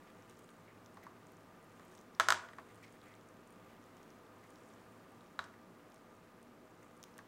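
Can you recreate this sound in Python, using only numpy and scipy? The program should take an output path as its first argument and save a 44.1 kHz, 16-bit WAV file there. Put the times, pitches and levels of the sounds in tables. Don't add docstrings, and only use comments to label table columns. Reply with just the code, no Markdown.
import sys
import numpy as np
from scipy import signal
from scipy.fft import rfft, irfft, next_fast_len
from scipy.io import wavfile
from scipy.ndimage import map_coordinates

SR = 44100
rng = np.random.default_rng(int(sys.argv[2]) if len(sys.argv) > 2 else 0)


def store_pcm(level_fs):
    pcm = np.round(np.clip(level_fs, -1, 1) * 32767).astype(np.int16)
    wavfile.write(sys.argv[1], SR, np.atleast_2d(pcm).T)


N = 320942


def amp(db):
    return 10 ** (np.asarray(db) / 20)


def unit(x):
    return x / np.sqrt(np.mean(x ** 2) + 1e-20)


def along(points, hz):
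    f, value = np.transpose(points)
    return np.interp(np.log(hz + 1), np.log(f + 1), value)


def curves(rows):
    s, *columns = np.transpose(rows)
    return [np.interp(np.arange(N) / SR, s, column) for column in columns]


def wobble(rate):
    points = rng.standard_normal(int(N * rate / SR) + 4)
    return map_coordinates(points, [np.arange(N) * rate / SR])


def filtered(x, response):
    m = next_fast_len(len(x) + SR // 2)
    return irfft(rfft(x, m) * response(np.fft.rfftfreq(m, 1 / SR)), m)[:len(x)]


def coloured(noise, spectrum):
    return unit(filtered(noise, lambda hz: amp(along(spectrum, hz))))


def add(track, s, sound):
    at = track[round(s * SR):][:len(sound)]
    at += sound[:len(at)]


def no_tilt(hz):
    return 0


def ring(modes, t, tilt=no_tilt):
    hz, db, t60 = np.transpose(modes)[:, :, None]
    scatter_db = 1.5
    db = db + tilt(hz) + scatter_db * rng.standard_normal(hz.shape)
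    return np.sum(amp(db - 60 * t / t60) * np.sin(2 * np.pi * hz * t), axis=0)


# (f/Hz, t60/s)
ROOM_DECAY = [(300, 0.31), (1200, 0.53), (4000, 0.28), (8000, 0.36), (14000, 0.11)]


def room_tail():
    hz, t, bands = signal.stft(rng.standard_normal(SR // 2), SR, nperseg=256)
    fade = amp(-60 * t / along(ROOM_DECAY, hz)[:, None])
    echo = signal.istft(bands * fade, SR, nperseg=256)[1]
    echo = echo * (1 - np.exp(-np.arange(len(echo)) / SR / 0.00058))
    return echo / np.linalg.norm(echo)


# (f/Hz, level/dB per Hz)
AIR_COLOUR = [(12, -50), (45, -20), (68, -14.5), (107, -5), (136, -10.5), (158, -2.5), (499, -5.5),
              (574, -9), (1190, -10), (1900, -17), (3250, -26), (6700, -31.5), (9000, -34.5),
              (15800, -35.5)]
# (f/Hz, width/Hz, level/dB rms)
HUMS = [(33, 1.2, -85), (56.6, 2.2, -94), (108.7, 6, -74), (176, 15, -77.5), (237, 20, -73.5),
        (293.8, 15, -75), (368.5, 20, -76.5), (503, 18, -77), (640, 20, -76), (1206, 45, -75)]


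def room_tone():
    air_db = -61 + 0.58 * wobble(1.36)
    sound = amp(air_db) * coloured(rng.standard_normal(N), AIR_COLOUR)
    for hz, width_hz, db in HUMS:
        pitch = hz + 0.398 * width_hz * wobble(width_hz)
        level = np.sqrt(2) * amp(db + 2.5 * wobble(width_hz))
        sound = sound + level * np.sin(2 * np.pi * np.cumsum(pitch) / SR)
    return sound


# (t/s, wet rustle level/dB, fizz level/dB)
STIRRING = [(0.0, -76, -84), (0.42, -72, -79), (0.7, -77, -88), (1.0, -71.5, -84), (1.6, -81, -88),
            (1.96, -72, -76), (2.1, -78, -87), (2.75, -71.5, -80), (3.2, -74, -84.5), (3.45, -79, -89),
            (3.85, -71, -85), (4.32, -82, -86), (4.48, -79, -80), (5.6, -83, -88), (5.88, -77, -84),
            (6.6, -87, -88), (6.86, -79, -83), (7.28, -80, -89)]
# (f/Hz, level/dB per Hz)
RUSTLE_COLOUR = [(1000, -5), (1800, -2), (3200, -7), (5000, -21)]
# (f/Hz, level/dB per Hz)
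FIZZ_COLOUR = [(2800, -16), (4500, -3), (7000, 12.5), (9500, 8.5), (13000, -28)]


def soup():
    rustle_db, fizz_db = curves(STIRRING)
    rustle_lumps = amp(3.5 * wobble(6) + 2.2 * wobble(30) + 4.5 * wobble(400))
    rustle = coloured(rustle_lumps * rng.standard_normal(N), RUSTLE_COLOUR)
    fizz_lumps = amp(1.5 * wobble(4.4) + 5.3 * wobble(500))
    fizz = coloured(fizz_lumps * rng.standard_normal(N), FIZZ_COLOUR)
    return amp(rustle_db) * rustle + amp(fizz_db) * fizz


# (t/s, level/dB, centre f/Hz, t60/s, spray level/dB)
SQUELCHES = [(0.0676, -60.5, 1990, 0.14, -14), (0.486, -63, 1620, 0.15, -14),
             (0.6764, -62.5, 2040, 0.28, -24), (1.027, -56, 1870, 0.15, -8), (2.6898, -62, 1980, 0.18, -7),
             (2.826, -60.5, 2130, 0.29, -5), (3.056, -62, 1970, 0.52, -12), (3.69, -62, 1870, 0.1, -8),
             (4.43, -64, 1870, .2, -10), (6.818, -63, 1990, 0.19, -12)]


def squelches():
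    out, t = np.zeros(N), np.arange(SR // 3) / SR
    clumps = amp(1.8 * wobble(70))
    width_hz = 800
    for s, db, hz, t60, spray_db in SQUELCHES:
        def colour(f):
            resonance = (1j * f * width_hz / (hz * hz - f * f + 1j * f * width_hz)) ** 2
            spray = amp(spray_db) * (f > hz) * (f < 9000) * hz / (f + 1)
            return resonance + spray

        grit = rng.standard_normal(len(t)) * rng.exponential(1, len(t))
        swell_and_fade = amp(db - 60 * t / t60) * (1 - np.exp(-t / 0.0043))
        add(out, s, swell_and_fade * unit(filtered(grit, colour)))
    return out * clumps


def faint_ticks(count):
    weakest_db, mean_excess_db = -69, 3.5
    lowest_hz, range_octaves = 3540, 1.63
    width_over_pitch = 0.45
    busy = np.cumsum(amp(curves(STIRRING)[1]))
    when, size, pitch, wide = rng.random((count, 4)).T
    s = np.searchsorted(busy, when * busy[-1]) / SR
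    db = weakest_db - mean_excess_db * np.log(1 - size)
    hz = lowest_hz * 2 ** (range_octaves * pitch)
    return np.c_[s, db, hz, width_over_pitch * hz * (0.5 + wide)]


# (t/s, level/dB, centre f/Hz, width/Hz)
CLEAR_TICKS = [(0.2237, -57, 5790, 2000), (0.2974, -47, 7640, 3500), (0.31, -52, 4330, 2900),
               (0.372, -56, 5850, 2000), (0.392, -47, 9470, 7400), (0.4914, -51, 3690, 2600),
               (0.5046, -56, 8500, 2000), (0.8613, -46.5, 5300, 3030), (0.9442, -55, 8150, 1700),
               (1.038, -50, 12520, 4300), (1.2692, -51.5, 7600, 1800), (1.3203, -54, 11470, 3400),
               (1.3696, -54, 7420, 2700), (1.6442, -57, 9380, 3500), (1.797, -55, 6400, 5000),
               (1.8503, -56, 10890, 4500), (1.9165, -57, 6870, 3900), (1.9512, -48, 5530, 4120),
               (1.9765, -51, 5890, 3900), (1.9903, -53, 6340, 2100), (2.0125, -49, 6650, 6750),
               (2.6915, -53, 6550, 8000), (2.7457, -58, 9100, 2100), (2.7581, -55, 8010, 3000),
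               (2.8308, -59, 8290, 6900), (2.8401, -53, 3480, 2300), (3.0165, -52.5, 4200, 1200),
               (3.1403, -55, 3660, 1400), (3.153, -54, 7700, 2200), (3.212, -55, 4560, 3400),
               (3.2884, -53, 7800, 2400), (3.4746, -54, 7660, 1600), (3.5062, -53, 8990, 3100),
               (3.5266, -53, 9160, 4200), (3.8407, -54, 4610, 4500), (4.0309, -50.5, 6530, 3700),
               (4.1043, -52, 5510, 2200), (4.4398, -55, 6590, 4400), (4.5052, -51, 8100, 2800),
               (4.5582, -50.5, 4600, 1800), (5.2621, -56, 3380, 3320), (5.4469, -58, 8300, 2500),
               (5.9206, -52, 4600, 2900), (5.9442, -48, 8060, 5300), (6.4292, -50.5, 8340, 4200),
               (6.8305, -54, 7440, 2200), (6.9679, -57, 7740, 2700), (6.976, -57, 8600, 2500),
               (7.0293, -39.5, 5840, 3200), (7.0387, -35, 4300, 6500), (7.1418, -57, 5170, 1400),
               (7.1807, -39, 7900, 5130)]


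def ticks():
    out, t = np.zeros(N), np.arange(-88, 176) / SR
    for s, db, hz, width_hz in [*CLEAR_TICKS, *faint_ticks(count=210)]:
        def burst(u):
            return np.exp(-(2.33 * width_hz * u) ** 2) * np.cos(2 * np.pi * hz * u)

        bounce = 0.6 * burst(t - 0.00033)
        grit = 0.17 * (t > 0) * np.exp(-np.abs(t) / 0.0016) * rng.standard_normal(len(t))
        add(out, max(s + t[0], 0), amp(db) * (burst(t) + bounce + grit))
    return out + amp(-14) * signal.fftconvolve(out, room_tail())[:N]


# (t/s, level/dB, loudest tray f/Hz, tray focus/dB per octave squared,
#  rim level/dB, loudest rim f/Hz, rim focus/dB per octave squared)
TRAY_KNOCKS = [(0.971, -45, 1100, 5, -10, 4220, 18), (1.067, -39.5, 1010, 25, -20, 5200, 10),
               (1.7957, -47.5, 1250, 8, -11, 4000, 4), (2.1984, -12.5, 1350, 1.5, -6.5, 3600, 1.5),
               (2.2068, -16.5, 1380, 12, -12.5, 3700, 8), (2.286, -13.5, 1430, 1, -7, 5200, 3),
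               (2.304, -13.5, 1474, 5, -5.5, 4840, 7), (2.3227, -14, 1380, 13, -7.5, 4840, 8),
               (2.3436, -28, 1480, 4, -10, 5500, 4), (2.4872, -46, 1900, 4, -4.5, 3300, 12),
               (2.533, -50, 1890, 39, -6, 3180, 25), (2.5849, -36.5, 1170, 2.5, -16.5, 4380, 14),
               (5.3912, -24, 1394, 5.5, -8, 3880, 90), (5.4406, -45, 1530, 16, -4, 5530, 8),
               (5.538, -53.5, 1920, 14, -12, 3540, 8), (7.1889, -44, 1750, 7, -9, 4700, 9)]
# (f/Hz, level/dB, t60/s)
TRAY_MODES = [(662, -9.5, 0.12), (825, -6, 0.044), (1050, 0, 0.027), (1133, -1.5, 0.043),
              (1295, 5.5, 0.018), (1445, 4.5, 0.017), (1646, 2.5, 0.024), (1803, -10, 0.043),
              (1910, -38, 0.011), (2200, -7.5, 0.025), (2580, -5, 0.014)]
# (f/Hz, level/dB, t60/s)
RIM_MODES = [(3170, -4.5, 0.012), (3540, 5.5, 0.0063), (3890, 3.5, 0.0074), (4500, -3.5, 0.014),
             (5080, 0.5, 0.01), (5600, 0, 0.0076), (6320, 2.5, 0.0084), (7510, 5.5, 0.0056),
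             (8040, -2, 0.0063), (9740, -8.5, 0.0096), (13240, -3, 0.0062), (14300, -25, .005)]
# (f/Hz, level/dB, t60/s)
TABLE_MODE = [(94.5, 0, 0.21)]
# (delay t/s, level/dB)
NEAR_ECHOES = [(.0045, -18), (.013, -20.5), (.019, -22), (.031, -27)]
# (f/Hz, level/dB per Hz)
ALL_ROUND_COLOUR = [(210, -31), (350, -3.5), (481, -18), (671, -8.5), (837, -17), (936, -6.5), (1130, -9.5),
                    (2750, -19), (2980, -15), (6280, -22), (15500, -43)]


def knocks():
    out, low, t = np.zeros(N), np.zeros(N), np.arange(SR // 5) / SR
    hard_db, hard_rise_s = -14, 0.00075
    softer_rise = 0.18
    thump_db, thump_grows = -45.5, 0.49
    for s, db, spot_hz, focus_db, rim_db, rim_hz, rim_focus_db in TRAY_KNOCKS:
        def tray_tilt(hz):
            return -focus_db * np.log2(hz / spot_hz) ** 2

        def rim_tilt(hz):
            floor_db = np.where(hz > rim_hz, -9, -24)
            return np.maximum(-rim_focus_db * np.log2(hz / rim_hz) ** 2, floor_db)

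        def fold_tilt(hz):
            return min(0.24 * rim_focus_db, 12)

        def all_round(hz):
            bright_db = (rim_db + 7.5) * 1.06 - 0.043 * rim_focus_db
            return amp(along(ALL_ROUND_COLOUR, hz) + bright_db * (hz > 2200))

        body = ring(TRAY_MODES, t, tray_tilt)
        body += ring([(spot_hz, 4.5, 0.018)], t)
        rim = ring(RIM_MODES, t, rim_tilt)
        rim += ring([(rim_hz, -11, 0.024)], t, fold_tilt)
        crack = 0.21 * amp(-60 * t / 0.0048) * np.diff(rng.standard_normal(len(t) + 1))

        rise_s = hard_rise_s * amp(softer_rise * max(hard_db - db, 0))
        body = body * (1 - np.exp(-t / rise_s))
        rim = (rim + crack) * (1 - np.exp(-t / 0.00022))
        blow = -amp(db) * (body / np.abs(body).max() + amp(rim_db) * rim / np.abs(rim).max())
        for delay, echo_db in [(0, 0), *NEAR_ECHOES]:
            add(out, s + delay, amp(echo_db) * blow)

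        broad = filtered(room_tail(), all_round)
        add(out, s, amp(-12.5) * np.linalg.norm(blow) * broad / np.linalg.norm(broad))
        add(out, s, amp(-18) * signal.fftconvolve(blow, room_tail()))
        thump = ring(TABLE_MODE, t) * (1 - np.exp(-t / 0.006))
        add(low, s, amp(thump_db + thump_grows * db) * thump)
    return low + filtered(out, lambda hz: (1j * hz / (1j * hz + 300)) ** 3)


def scene():
    return (room_tone() + soup() + squelches() + ticks() + knocks())[None]


def record(dry):
    top_hz = 15830
    return filtered(dry[0], lambda hz: hz < top_hz)[None]


dry = scene()
out = record(dry)
store_pcm(out)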